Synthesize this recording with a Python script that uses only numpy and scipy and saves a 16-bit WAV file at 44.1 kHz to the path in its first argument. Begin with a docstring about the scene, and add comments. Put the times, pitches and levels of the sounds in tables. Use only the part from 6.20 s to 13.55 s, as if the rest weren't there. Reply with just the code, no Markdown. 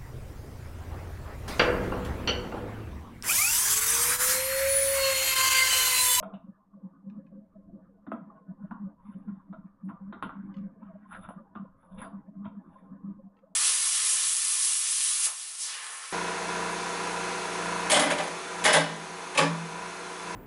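"""A hand presses, taps and rubs the lid of a filled plastic shaker cup held up in a small room.
From the start, knocks ring the cup's resonances and die away in the room, over a low hum of short tone
swells, soft tones, wavering resonant noise, a rumble and a faint rustle of the grip. A few fine ticks fall
early, midway and near the end; from about 2 s fingers rasp by stick-slip clicks, with thin squeaks of narrow
noise at 5 and 5.8 s. Most of it is muffled, with a thin sheen near 10 kHz on knocks and rubs."""
import sys
import numpy as np
from scipy import signal
from scipy.fft import rfft, irfft
from scipy.io import wavfile
from scipy.ndimage import uniform_filter1d

SR = 44100
rng = np.random.default_rng(int(sys.argv[2]) if len(sys.argv) > 2 else 0)


def int16_out(signal):
    """Quantize to a 16-bit WAV file."""
    q = np.round(np.clip(np.atleast_2d(signal).T, -1, 1) * 32767)
    wavfile.write(sys.argv[1], SR, q.astype(np.int16))


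N = 324135
TIME = np.arange(N) / SR

# resonances of cup and lid: f/Hz, width/Hz, nominal level/dB
SHELL = [(97, 42, 4), (249, 100, 4), (345, 55, -12.5), (665, 22, 0.5), (713, 22, -9), (710, 110, 3),
         (797, 220, -3.5), (956.5, 130, 4.5), (979, 240, 2), (1204, 23, 0.5), (1080, 67, -5.5),
         (1262, 34, 0), (1399, 130, 2), (1658, 73, -5.5), (1610, 53, -8), (1960, 170, 2),
         (2300, 370, -12.5), (2230, 21, -7.5), (2710, 210, -11.5), (3130, 220, -11.5), (3280, 170, -13.5),
         (3410, 140, -13.5), (3660, 300, -13.5), (4100, 47, -23), (4200, 41, -18.5), (4360, 300, -19.5),
         (4830, 120, -22), (9800, 46, -16), (9500, 87, -25), (10126, 150, -17.5), (9990, 380, -16.5)]
# swells of the low hum: start t/s, length/s, level before gain/dB, mean f/Hz
SWELLS = [(0.044, 0.051, -44, 191.8), (0.122, 0.06, -40.5, 196), (0.234, 0.033, -43, 216.6),
          (0.278, 0.038, -37.5, 200), (0.526, 0.071, -48, 198.9), (0.626, 0.054, -37.5, 196.8),
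          (0.856, 0.056, -38, 200.6), (0.908, 0.04, -38.5, 201.8), (0.951, 0.052, -38.5, 204.3),
          (1.011, 0.052, -46.5, 196.9), (1.122, 0.084, -44.5, 202.8), (1.204, 0.051, -50, 208),
          (1.345, 0.043, -47.5, 195.5), (1.373, 0.035, -48, 196.5), (1.463, 0.048, -53.5, 200.4),
          (1.524, 0.064, -40.5, 210.2), (1.876, 0.033, -41, 231.2), (1.971, 0.041, -50.5, 202.9),
          (2.007, 0.041, -40.5, 191.4), (2.045, 0.058, -46, 199.2), (2.28, 0.051, -35, 192.5),
          (2.4, 0.038, -39, 212.1), (2.428, 0.039, -35, 186.8), (2.504, 0.039, -33.5, 207.4),
          (2.542, 0.034, -39, 217.2), (2.594, 0.097, -35.5, 194.8), (2.845, 0.043, -47, 204.4),
          (2.88, 0.035, -37.5, 200.2), (2.94, 0.056, -40, 193.2), (2.995, 0.035, -46, 221),
          (3.065, 0.053, -33, 201.2), (3.105, 0.049, -37.5, 197.4), (3.165, 0.028, -38.5, 181),
          (3.29, 0.05, -38, 192.2), (3.378, 0.031, -40.5, 194.7), (3.439, 0.035, -39, 195),
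          (3.626, 0.092, -36, 191.3), (3.725, 0.039, -44, 189.7), (3.8, 0.079, -43, 193),
          (3.865, 0.06, -40.5, 197.6), (3.915, 0.034, -47.5, 238.8), (3.937, 0.065, -52, 236),
          (4.04, 0.055, -38.5, 191), (4.153, 0.046, -40, 192.7), (4.173, 0.051, -38.5, 189.9),
          (4.217, 0.063, -39, 192.4), (4.275, 0.059, -39.5, 196.9), (4.358, 0.11, -35.5, 198.6),
          (4.419, 0.067, -37, 199), (4.487, 0.061, -50, 201.2), (4.578, 0.027, -45.5, 191.6),
          (4.613, 0.035, -39.5, 207.5), (4.641, 0.087, -48, 198.3), (4.728, 0.054, -46, 193.2),
          (4.806, 0.054, -53, 214.2), (4.88, 0.044, -48.5, 198.5), (4.922, 0.04, -51, 216),
          (4.979, 0.046, -45.5, 198.9), (5.077, 0.033, -37, 199.4), (5.093, 0.039, -46.5, 202),
          (5.153, 0.038, -38.5, 195.5), (5.178, 0.054, -48.5, 217.6), (5.35, 0.046, -41, 199),
          (5.392, 0.057, -37, 200.2), (5.445, 0.04, -48, 190), (5.706, 0.076, -47, 192.6),
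          (5.768, 0.038, -39.5, 197.6), (5.81, 0.033, -40, 224.7), (5.84, 0.04, -45, 191.6),
          (5.862, 0.046, -51.5, 195.6), (5.929, 0.079, -39.5, 199.1), (6.074, 0.037, -41, 193.9),
          (6.156, 0.087, -39, 196.4), (6.226, 0.068, -39, 206.2), (6.301, 0.073, -48, 207.8),
          (6.361, 0.043, -36.5, 197.7), (6.617, 0.063, -50.5, 188.3), (6.703, 0.054, -40.0, 194.1),
          (6.74, 0.037, -44, 198.3), (6.832, 0.103, -38, 198.1), (6.935, 0.048, -50, 203.6),
          (6.969, 0.041, -43.5, 204.2), (7.028, 0.062, -45, 194)]


def from_db(db):
    """Amplitude ratio of a level in dB."""
    return 10 ** (np.asarray(db) / 20)


def rms_one(x):
    """Scaled to rms 1."""
    return x / np.sqrt(np.mean(x ** 2) + 1e-30)


def running_rms(x, span_s):
    """Rms in a sliding window."""
    power = uniform_filter1d(x ** 2, max(int(span_s * SR), 1), mode="constant")
    return np.sqrt(np.maximum(power, 1e-24))


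def peak_one(x, span_s=0.0021):
    """Scaled so that its loudest moment has rms 1."""
    return x / running_rms(x, span_s).max()


def in_time(rows):
    """Level columns joined by straight lines in dB, as gains."""
    s, *columns = np.transpose(rows)
    return [from_db(np.interp(TIME, s, column)) for column in columns]


def add(out, s, x):
    """Mix x in at time s."""
    i = max(round(s * SR), 0)
    out[i:i + len(x)] += x[:N - i]


def band(x, low_hz, high_hz, order=4):
    """Butterworth band-pass."""
    return signal.sosfilt(signal.butter(order, [low_hz, high_hz], "band", fs=SR, output="sos"), x + 1e-18)


def muffled(x, top_hz):
    """Steep low-pass."""
    return signal.sosfilt(signal.butter(16, top_hz, fs=SR, output="sos"), x)


def emphasised(x, hz, db, octaves=0.48):
    """Peaking filter: one band raised or lowered."""
    half, w = from_db(db / 2), 2 * np.pi * hz / SR
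    width = np.sin(w) * np.sinh(np.log(2) / 2 * octaves)
    zeros = [1 + width * half, -2 * np.cos(w), 1 - width * half]
    poles = [1 + width / half, -2 * np.cos(w), 1 - width / half]
    return signal.lfilter(zeros, poles, x)


def resonate(x, peaks):
    """Parallel two-pole resonances with alternating signs."""
    out = 0
    for k, (hz, width_hz, db) in enumerate(peaks):
        r = np.exp(-np.pi * width_hz / SR)
        top = (-1) ** k * from_db(db) * (1 - r * r) / 2
        poles = [1, -2 * r * np.cos(2 * np.pi * hz / SR), r * r]
        out = out + signal.lfilter([top, 0, -top], poles, x + 1e-18)
    return out


def drift(per_s):
    """Smooth random curve of spread about 1, with per_s independent steps a second."""
    steps = signal.resample_poly(rng.standard_normal(1000), 8, 1)
    return np.interp(TIME * per_s * 8, np.arange(len(steps)), steps)


def shifting(x, peaks, flutter_db, per_s):
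    """Resonances whose strengths come and go, each on its own."""
    out = 0
    for k, peak in enumerate(peaks):
        out = out + (-1) ** k * resonate(x, [peak]) * from_db(flutter_db * drift(per_s))
    return out


def coloured(spectrum, size=N):
    """Noise with the given spectrum, rms 1."""
    hz, db = np.transpose(spectrum)
    bins = np.maximum(np.fft.rfftfreq(size, 1 / SR), 1)
    gain = from_db(np.interp(np.log(bins), np.log(hz), db))
    return rms_one(irfft(rfft(rng.standard_normal(size)) * gain, size))


def grainy(per_s, spread_db, smooth):
    """Random clicks of either sign and uneven strength over smooth noise."""
    happens = rng.random(N) < per_s / SR
    strength = from_db(spread_db * np.minimum(rng.exponential(1, N), 4))
    return happens * rng.choice([-1, 1], N) * strength + smooth * rng.standard_normal(N)


def fading(t60, tail_db, room_t60, size):
    """Decay at the contact joined by that of the room."""
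    t = TIME[:size]
    return np.hypot(from_db(-60 * t / t60), from_db(tail_db - 60 * t / room_t60))


def knocks(uneven_db=2.0, size=24000):
    """Dry snap at the contact, then the shell rings into the room; each contact favours its own resonances."""
    # hand and lid on the cup: t/s, strength/dB, weight/dB, depth/dB, brightness/dB, sheen re strength/dB,
    # hardness/dB, favoured f/Hz, grip band f/Hz, grip band gain/dB, top f/Hz of all but the sheen
    contacts = [(0.027, -33.5, -11, -20.5, 0, -37.5, 3.5, 692, 1320, 4, 3750),
                (0.137, -50, -3, -18.5, 9, -41.5, 0, 650, 2920, 9.5, 3960),
                (0.537, -63, 2, 6, -17, -44, 4, 1160, 1303, 1, 3700),
                (1.866, -45.5, 10.5, 14.5, 9, -71, 0.5, 640, 2398, -3, 4180),
                (1.917, -27, 4.5, -1.5, -0.5, -47.5, 6, 660.5, 3000, 2.5, 3770),
                (2.51, -33.5, -7, 4.5, -7, -51, 0.5, 1055, 1850, 2, 3840),
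                (3.078, -51.5, -3.5, 3.5, -0.5, -53.5, -7.5, 1430, 1840, 3, 3730),
                (3.327, -42, 0, -2.5, 12, -62, -0.5, 1395, 2950, -20.5, 3850),
                (3.694, -38, -7.5, -2.5, -4.5, -42, -2.5, 937.5, 1369, -1, 3650),
                (3.925, -38.5, 1.5, 2, 19, -70, 3.5, 1127, 2856, -8, 4060),
                (4.025, -21.5, -17, 19, 13, -35, 8, 933, 3050, 5, 4900),
                (4.036, -34, -14, 5, 7.5, -40, 1, 1407, 3050, 0.5, 4860),
                (4.093, -26, -21.5, -10, -14.5, -55.5, 7.5, 1036, 1000, -2, 4100),
                (4.91, -42, -25, 7, 0.5, -36.5, 2, 1425, 1408, 8, 3900),
                (4.925, -38.5, -16, -7, 5.5, -28, -2.5, 1320, 2650, 6.5, 4030),
                (4.943, -46.5, -16.5, -7.5, 8.5, -30, 2.5, 1400, 3650, 10, 4300),
                (4.949, -46, -4.5, -6.5, -4.5, -30, -2, 753, 1947, 7.5, 4670),
                (5.038, -41.5, -7.5, -4.5, 3.5, -33.5, -5.5, 1360, 3589, 0, 3790),
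                (5.088, -34.5, -7, -8, -5.5, -24, 5.5, 568.3, 2700, 3.5, 3900),
                (5.104, -39, -2.5, -13, -1.5, -36, 10, 563, 1875, 0, 3800),
                (5.177, -48, -5, 7, -17.5, -57, 5.5, 1185, 1893, -13.5, 3700),
                (5.353, -34.5, -4, 1.5, 1, -61.5, 0, 1162, 2150, -4, 3700),
                (5.63, -52, -6, -2, -14, -31, 2, 1024, 1900, -5, 3600),
                (5.785, -48.5, -7, -6, 19.5, -21, -10, 1159, 1770, -4, 4012),
                (5.816, -31, -14, -1, 5, -13.5, 5.5, 1050, 1800, -9.5, 4000),
                (5.841, -39.5, -4, -2, 8, -23, 4, 1042, 1780, -3.5, 4070),
                (5.858, -45, 3, -5.5, -10.5, -21, 5, 1058, 1890, -0.5, 3910),
                (6.252, -39, -3, -1.5, 2.5, -61, -11, 976.3, 3000, 4, 3712)]
    # registers bump, thud, hollow, wall, edge, sheen: low f/Hz, high f/Hz, gain/dB,
    # snap before hardness/dB, contact t60/s, room tail/dB, room t60/s
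    registers = [(51, 150, 3, -12, 0.09, -19, 0.25), (210, 397, -2.5, -14, 0.27, -8.5, 0.16),
                 (500, 684, -4, -2.5, 0.012, -11, 0.26), (806, 1442, -4, -3, 0.12, -8.5, 0.4),
                 (2300, 3840, -5, -9, 0.13, -8.5, 0.3), (9840, 10900, -2.5, -9, 0.11, -16.5, 0.25)]
    # spread over the registers below the sheen: level re strength/dB,
    # shares of weight, depth, brightness and softness (dB per dB)
    register_shares = [(-23, 0.13, 0.42, 0.24, 1.8), (-6.5, 0.92, 0.43, 0.016, 0),
                       (-7, 1, -0.95, 0.067, 0.26), (-1.5, 0.13, 0.059, 0.061, 0),
                       (-24.5, 0.02, -0.31, 0.73, 0.37)]
    bright_tilt = 0.58   # dB an octave for each dB of brightness
    favour_db, favour_octaves = 8, 0.13
    out, push = np.zeros(N), signal.unit_impulse(size)
    for (s, strength_db, weight_db, depth_db, bright_db, sheen_db, hardness_db,
         favoured_hz, grip_hz, grip_db, top_hz) in contacts:
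        shares_db = np.array(register_shares) @ [1, weight_db, depth_db, bright_db, -hardness_db]
        levels_db = strength_db + np.append(shares_db, sheen_db)
        struck = []
        for hz, width_hz, db in SHELL:
            tilt_db = bright_tilt * bright_db * np.log2(hz / 1000)
            near_db = favour_db * np.exp(-(np.log2(hz / favoured_hz) / favour_octaves) ** 2)
            struck.append((hz, width_hz, db + tilt_db + near_db + uneven_db * rng.standard_normal()))
        shell, parts = resonate(push[:size // 4], struck), []
        for level_db, (low_hz, high_hz, gain_db, snap_db, t60, tail_db, room_t60) in zip(levels_db, registers):
            chatter = rng.standard_normal(size) * fading(t60, tail_db, room_t60, size)
            ring = peak_one(band(signal.fftconvolve(chatter, shell)[:size], low_hz, high_hz, order=3))
            snap = from_db(snap_db + hardness_db) * peak_one(band(push, low_hz, high_hz, order=3))
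            parts.append(from_db(level_db + gain_db) * peak_one(ring + snap))
        *body, sheen = parts
        body = muffled(emphasised(sum(body), grip_hz, grip_db), top_hz)
        add(out, s, body + band(sheen, 9400, 11000))
    return out


def stroke(s, rise_s, hold_s, release_s, level_db):
    """Rise, hold and release; rise_s and release_s each span 20 dB."""
    away = np.maximum(s - TIME, 0) / rise_s + np.maximum(TIME - s - hold_s, 0) / release_s
    return from_db(level_db - 20 * np.minimum(away, 10))


def rub_pressure():
    """How hard the strokes drive the wall, the edge, the rim's squeal and the sheen."""
    # fingers on the lid: full pressure t/s, rise/s, hold/s, release/s, level before gain/dB,
    # edge re level/dB, squeal re level/dB, sheen re level/dB
    rub_strokes = [(2.171, 0.03, 0.015, 0.075, -60, -25, -40, -41.5),
                   (2.427, 0.031, 0.05, 0.063, -61, -25, -34, -31.5),
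                   (2.856, 0.039, 0.081, 0.15, -60, -11.5, -21, -18.5),
                   (3.092, 0.046, 0.054, 0.23, -61.5, -32, -28.5, -50),
                   (3.651, 0.0099, 0.0028, 0.066, -76.5, -25.5, -27.5, 0.5),
                   (3.69, 0.008, 0.003, 0.021, -37.5, -24, -38.5, -40),
                   (4.233, 0.06, 0.091, 0.13, -62.5, -21.5, -31, -36),
                   (4.628, 0.018, 0.0082, 0.2, -50, -22, -37.5, -53),
                   (4.822, 0.028, 0.072, 0.073, -66, -13, -27, -42),
                   (4.917, 0.031, 0.038, 0.11, -41, -16, -26.5, -18),
                   (5.023, 0.017, 0.023, 0.1, -49.5, -20, -14.5, -16.5),
                   (5.352, 0.0041, 0.004, 0.03, -48.5, -16.5, -19, -53.5),
                   (5.62, 0.053, 0.036, 0.08, -66.5, -15, -18.5, -9),
                   (5.72, 0.019, 0.042, 0.078, -63, -15, -11, -12),
                   (5.782, 0.013, 0.044, 0.045, -49.5, -6, -9.5, -8.5),
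                   (5.829, 0.0078, 0.012, 0.052, -42, -14.5, -39, -18),
                   (6.246, 0.0046, 0.0059, 0.03, -49.5, -14, -19.5, -49.5),
                   (6.565, 0.15, 0.028, 0.12, -61.5, -13.5, -17.5, -20),
                   (6.89, 0.031, 0.03, 0.07, -68.5, -17, -24.5, -39.5)]
    pressure = 0
    for *shape, edge_db, squeal_db, sheen_db in rub_strokes:
        pressure = pressure + from_db([[0], [edge_db], [squeal_db], [sheen_db]]) * stroke(*shape)
    return pressure


def rubs(pressure, stutter_db=0.03, steady_s=0.095):
    """Skin sticks and slips: dense uneven clicks drive the upper resonances, while the rim hisses evenly."""
    # gains of wall, edge, squeal, sheen: level/dB
    register_gains_db = [-8, -7.5, -7.5, -5.5]
    # squeal of the lid's rim under the skin: f/Hz, width/Hz, level/dB
    rim_peaks = [(3500, 180, -3), (3690, 90, -5)]
    # thin squeaks of skin on the lid: full t/s, rise/s, hold/s, release/s, level/dB
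    squeak_strokes = [(4.95, 0.04, 0.017, 0.07, -92), (5.839, 0.043, 0.0069, 0.081, -78)]
    # resonances of the squeaks: f/Hz, width/Hz, level/dB
    squeak_peaks = [(4758, 130, 7.5), (4420, 120, -1)]
    friction = grainy(per_s=700, spread_db=3.0, smooth=0.2)
    shell = shifting(friction, SHELL[5:], flutter_db=6.0, per_s=29)
    wall = band(shell, 800, 1750)
    edge = band(shell, 2000, 3100, order=7)
    squeal = band(resonate(rng.standard_normal(N), rim_peaks), 2700, 3900)
    sheen = band(shell, 9700, 10900)
    rasp = 0
    for level, gain_db, x in zip(pressure, register_gains_db, [wall, edge, squeal, sheen]):
        rasp = rasp + level * from_db(gain_db) * x / running_rms(x, steady_s)
    squeak = rms_one(band(resonate(rng.standard_normal(N), squeak_peaks), 3900, 4950))
    stutter = from_db(stutter_db * drift(110))   # the finger catches and lets go, very slightly
    return rasp * stutter + sum(stroke(*row) for row in squeak_strokes) * squeak


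def ticks(gain_db=-1, size=12000):
    """Tiny bright snaps of the plastic ring briefly, each at its own pitch, with a short room tail."""
    # fine ticks: t/s, peak before gain/dB, pitch ratio, tilt/dB an octave
    snaps = [(0.8988, -61.5, 1.02, -1.5), (1.066, -69.5, 1.06, -6.5), (3.458, -77.5, 0.98, -7),
             (4.341, -60, 1.24, -5), (4.367, -60.5, 1.19, -1), (4.3827, -63, 0.96, 0),
             (7.168, -72, 1.14, -4), (7.189, -70, 0.91, -3)]
    # resonances of the ticks: f/Hz at ratio 1, width/Hz, level before tilt/dB
    tick_peaks = [(1610, 95, 14.5), (2387, 100, 15.5), (2840, 70, 10.5), (3560, 93, 5.5), (4030, 270, -1),
                  (5260, 70, 1), (5830, 70, -4.5), (6740, 99, -9.5), (7400, 120, -15)]
    out = np.zeros(N)
    for s, peak_db, pitch, tilt_db in snaps:
        peaks = [(hz * pitch, width_hz, db + tilt_db * np.log2(hz / 3000)) for hz, width_hz, db in tick_peaks]
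        tail = from_db(-18.5) * rng.standard_normal(size) * fading(0.028, -12.5, 0.23, size)
        ring = band(resonate(signal.unit_impulse(size) + tail, peaks), 1400, 7800, order=7)
        add(out, s, from_db(peak_db + gain_db) * peak_one(ring, span_s=0.0016))
    return out


def swelling_tone(gain_db, wander_hz, flutter_db=1.0, flutter_per_s=55):
    """One tone rises, holds unsteadily and fades in bursts, its pitch sliding from each to the next."""
    attack_s, release_s = 0.0068, 0.0063
    delay_s, early_s = 0.009, 0.01   # half strength this long after the start and before the end
    start, length, db, hz = np.transpose(SWELLS)
    since = TIME[::40] - start[:, None]
    rise = (1 + np.tanh((since - delay_s) / attack_s)) / 2
    fall = (1 + np.tanh((length[:, None] - early_s - since) / release_s)) / 2
    shape = np.interp(TIME, TIME[::40], (from_db(db)[:, None] * rise * fall).max(axis=0))
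    wander = wander_hz * rms_one(band(rng.standard_normal(N), 2.7, 67, order=2))
    pitch = np.interp(TIME, start + length / 2, hz) + wander
    level = shape * from_db(gain_db + flutter_db * drift(flutter_per_s))
    return level * np.sin(2 * np.pi * np.cumsum(pitch) / SR)


def faint_tones():
    """One faint tone after the middle of each swell of the hum, as rows like those of the clear ones."""
    # pitches they cluster at: f/Hz
    faint_hz = [538, 545, 600, 640, 983, 1054, 1190, 1136]
    mean_db, spread_db, half_s, detune, scatter_s = -68.5, 3, 0.0087, 0.0058, 0.03
    spread = rng.standard_normal((len(SWELLS), 4))
    pick = rng.choice(len(faint_hz), len(SWELLS))
    start, length, _, _ = np.transpose(SWELLS)
    s = np.clip(start + length / 2 + scatter_s * np.abs(spread[:, 3]), 0, TIME[-1])
    hz = np.array(faint_hz)[pick] * (1 + detune * spread[:, 0])
    return list(zip(s, mean_db + spread_db * spread[:, 1], half_s * 2 ** (spread[:, 2] / 2), hz))


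def soft_tones(wander_hz=14.8, size=8000):
    """Short rounded tones of unsteady pitch that rise and fade alike."""
    # the clearest tones above the hum: t/s, peak/dB, half length/s, mean f/Hz
    clear_tones = [(0.006, -40, 0.012, 624), (0.54, -57.5, 0.0042, 1104), (0.873, -56, 0.017, 539),
                   (0.998, -50.5, 0.011, 528), (1.176, -55, 0.028, 526), (1.129, -54, 0.0099, 537),
                   (1.363, -50.5, 0.0074, 646), (1.5, -55, 0.0065, 678), (1.595, -59, 0.019, 646),
                   (2.104, -45.5, 0.0028, 1135), (2.179, -56, 0.018, 1091), (2.451, -51.5, 0.0077, 622.5),
                   (2.582, -51, 0.0057, 976), (2.678, -53, 0.015, 541), (3.09, -55, 0.0084, 1390),
                   (3.204, -58, 0.0069, 1087), (3.767, -53, 0.017, 1192), (4.375, -56, 0.027, 536),
                   (4.46, -56.5, 0.021, 538), (4.708, -49, 0.011, 643.4), (4.759, -46, 0.006, 636.7),
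                   (4.862, -51, 0.0057, 1047), (5.187, -50.5, 0.011, 1183), (5.206, -53.5, 0.015, 538),
                   (5.451, -49, 0.0045, 541), (5.934, -61, 0.013, 1055), (6.088, -54, 0.0047, 646),
                   (6.563, -48.5, 0.0059, 1049), (7.001, -53, 0.0073, 532.4), (7.24, -50, 0.0065, 543)]
    out, t = np.zeros(N), TIME[:size] - TIME[size // 2]
    wander = wander_hz * drift(60)
    for k, (s, db, half_length_s, hz) in enumerate(list(clear_tones) + faint_tones()):
        shape = 1 / np.cosh(np.sqrt(2) * t / half_length_s)
        pitch = hz + np.roll(wander, k * size)[:size]
        tone = shape * np.sin(2 * np.pi * np.cumsum(pitch) / SR)
        add(out, s + t[0], from_db(db) * tone[s + t >= 0])
    return band(out, 410, 1800, order=3)


def hum_swing(hum, follow_s=0.053, lull_db=-52.5):
    """The hum's slow rise and fall, rms 1; it levels off in lulls."""
    return rms_one(running_rms(hum, follow_s) + from_db(lull_db))


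def rustle(hum, follows=0.37, gain_db=-1.0, steady_s=0.098):
    """The grip shifts on the cup: faint scattered grains in a few resonances of the wall."""
    # level of the rustle: t/s, level before gain and swing/dB
    rustle_levels = [(0.55, -105), (0.7, -82), (0.78, -93.5), (1.12, -84.5), (1.25, -91), (1.6, -92),
                     (1.65, -73.5), (1.75, -96), (2.05, -82), (2.35, -88.5), (2.6, -77.5), (2.78, -85),
                     (3.05, -79.5), (3.28, -88), (3.52, -80), (3.62, -87), (4.0, -74), (4.2, -70),
                     (4.5, -75.5), (4.58, -80), (4.66, -78), (4.8, -80.5), (5.48, -83.5), (5.58, -78),
                     (5.7, -89), (6.0, -78.5), (6.15, -86.5), (6.4, -87.5), (6.92, -84.5), (7.3, -102)]
    # resonances of the wall: f/Hz, width/Hz, level/dB
    rustle_peaks = [(1544, 98, 4), (1745, 100, 0.5), (1900, 46, -3), (2180, 180, -11)]
    grains = grainy(per_s=260, spread_db=1.5, smooth=0.12)
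    x = band(shifting(grains, rustle_peaks, flutter_db=6.0, per_s=25), 1300, 2600)
    level = in_time(rustle_levels)[0] * hum_swing(hum) ** follows * from_db(gain_db)
    return level * x / running_rms(x, steady_s)


def wavering(peaks, low_hz, high_hz, gain_db, flutter_db, per_s, steady_s=0.074):
    """Noise in a few narrow resonances that flutter quickly while the slow level stays even."""
    x = band(shifting(rng.standard_normal(N), peaks, flutter_db, per_s), low_hz, high_hz, order=3)
    return from_db(gain_db) * x / running_rms(x, steady_s)


def background(hum):
    """Three ranges of wavering resonances that rise and sink with the hum."""
    # levels before gain and swing: t/s, low/dB, hollow/dB, middle/dB
    range_levels = [(0.0, -48.5, -60.5, -60.5), (0.1, -58, -60, -58), (0.32, -62, -75, -77.5),
                    (0.38, -74.5, -77.5, -64), (0.5, -68.5, -86, -79), (0.58, -63.5, -67, -75),
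                    (0.76, -55, -78.5, -65.5), (0.84, -55, -89, -78), (0.9, -54.5, -77.5, -71.5),
                    (1.141, -54.5, -69, -77), (1.28, -65, -74, -89), (1.34, -62, -75, -70.5),
                    (1.54, -52, -67.5, -81.5), (1.641, -53, -69, -68), (1.74, -57.5, -68, -83),
                    (1.9, -62, -77, -68.5), (1.961, -63.5, -56, -69), (2.06, -57, -84, -71),
                    (2.12, -53, -60, -59.5), (2.26, -59, -68, -70.5), (2.48, -56.5, -77.5, -67),
                    (2.64, -60.5, -81, -68.5), (2.72, -54.5, -67.5, -68.5), (2.881, -66, -85, -62),
                    (2.96, -52.5, -70, -71.5), (3.12, -59, -80.0, -69), (3.639, -61.5, -79.5, -71.5),
                    (3.7, -51, -78.5, -72), (3.799, -68, -71, -65.5), (3.86, -56.5, -78, -70.5),
                    (3.98, -54, -72, -57), (4.22, -54, -94, -78), (4.3, -53.5, -77, -64),
                    (4.56, -58, -67, -74.5), (4.9, -58.5, -82, -70), (4.98, -59, -63, -69),
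                    (5.44, -59.5, -78.5, -63), (5.6, -65.5, -72.5, -71), (5.84, -55, -57, -57.5),
                    (6.02, -56.5, -75, -64.5), (6.12, -56.5, -69, -81), (6.24, -57.5, -80, -63.5),
                    (6.342, -61.5, -66.5, -74.5), (6.42, -56, -77.5, -63), (6.481, -49.5, -67, -63),
                    (6.601, -60, -66, -64), (6.881, -52.5, -76, -67), (7.08, -65.5, -72, -78),
                    (7.181, -66.5, -74, -68), (7.34, -60.5, -67.5, -77)]
    # share of the hum's swing in dB: low, hollow, middle
    swing_shares = [0.64, 0.43, 0.32]
    # resonances of the low range: f/Hz, width/Hz, level/dB
    low_peaks = [(171.3, 26, 3), (202.9, 15, 8), (220, 0.85, -1.5), (266, 32, -1.5), (300.7, 13, -3.5),
                 (344, 11, -12.5)]
    # resonances of the hollow range: f/Hz, width/Hz, level/dB
    hollow_peaks = [(399, 2.5, -11), (465, 37, -7), (534.4, 18, 4.5), (647.5, 25, 2), (704, 30, -14)]
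    # resonances of the middle range: f/Hz, width/Hz, level/dB
    middle_peaks = [(805, 50, 0), (980, 8.9, -4.5), (965, 45, -6.5), (1064, 8.1, 4), (1046, 23, -5),
                    (1185, 93, -5), (1296, 6, -9), (1473, 5.5, -7.5), (1730, 68, -12), (1860, 120, -26)]
    swing = hum_swing(hum)
    low, hollow, middle = [level * swing ** share for level, share in zip(in_time(range_levels), swing_shares)]
    return (low * wavering(low_peaks, 140, 370, gain_db=3.0, flutter_db=2.5, per_s=12)
            + hollow * wavering(hollow_peaks, 270, 870, gain_db=4.0, flutter_db=9.0, per_s=18)
            + middle * wavering(middle_peaks, 880, 1520, gain_db=1.5, flutter_db=8.0, per_s=21))


def rumble(gain_db=6.0, uneven_db=3.0):
    """Deep noise of uneven level under the handling."""
    # level of the rumble: t/s, level before gain/dB
    rumble_levels = [(0.1, -69.5), (0.35, -84.5), (0.8, -85.5), (0.95, -79.5), (1.45, -71), (1.9, -81.5),
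                     (2.5, -73.5), (3.25, -74), (3.55, -77), (4.05, -70), (4.87, -78), (5.02, -60.5),
                     (5.2, -81.5), (5.83, -70), (6.1, -77), (6.65, -78.5), (6.95, -71), (7.35, -97.5)]
    noise = coloured([(8, -2.0), (20, 0.0), (45, -8.5), (75, -8.5), (105, -4.5), (140, -11.0),
                      (220, -39.0), (600, -78.0)])   # f/Hz, relative level/dB
    return in_time(rumble_levels)[0] * noise * from_db(gain_db + uneven_db * drift(12))


def room_noise(room_db=-68.5, hiss_db=-99):
    """Steady coloured noise of the room plus a white hiss."""
    # spectrum of the room: f/Hz, relative level per Hz/dB
    room_spectrum = [(20, -2), (40, -10), (100, -12.5), (160, -4.5), (197, 12.5), (240, -5), (400, -13),
                     (1100, -17), (1500, -25), (2200, -38), (4000, -43), (15000, -46)]
    return from_db(room_db) * coloured(room_spectrum) + from_db(hiss_db) * rng.standard_normal(N)


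def scene():
    """Handling of the cup over the hum, its background and the room."""
    hum = swelling_tone(gain_db=2.0, wander_hz=8.5)
    handling = knocks() + rubs(rub_pressure()) + ticks() + rustle(hum)
    under = hum + soft_tones() + background(hum) + rumble() + room_noise()
    return (handling + under)[None]


def record(dry, fade_s=0.0007, cutoff_hz=15800):
    """The sound eases in and its top is cut."""
    top_cut = signal.cheby2(12, 70, cutoff_hz, fs=SR, output="sos")
    return signal.sosfilt(top_cut, dry * np.minimum(TIME / fade_s, 1))


dry = scene()
out = record(dry)
int16_out(out)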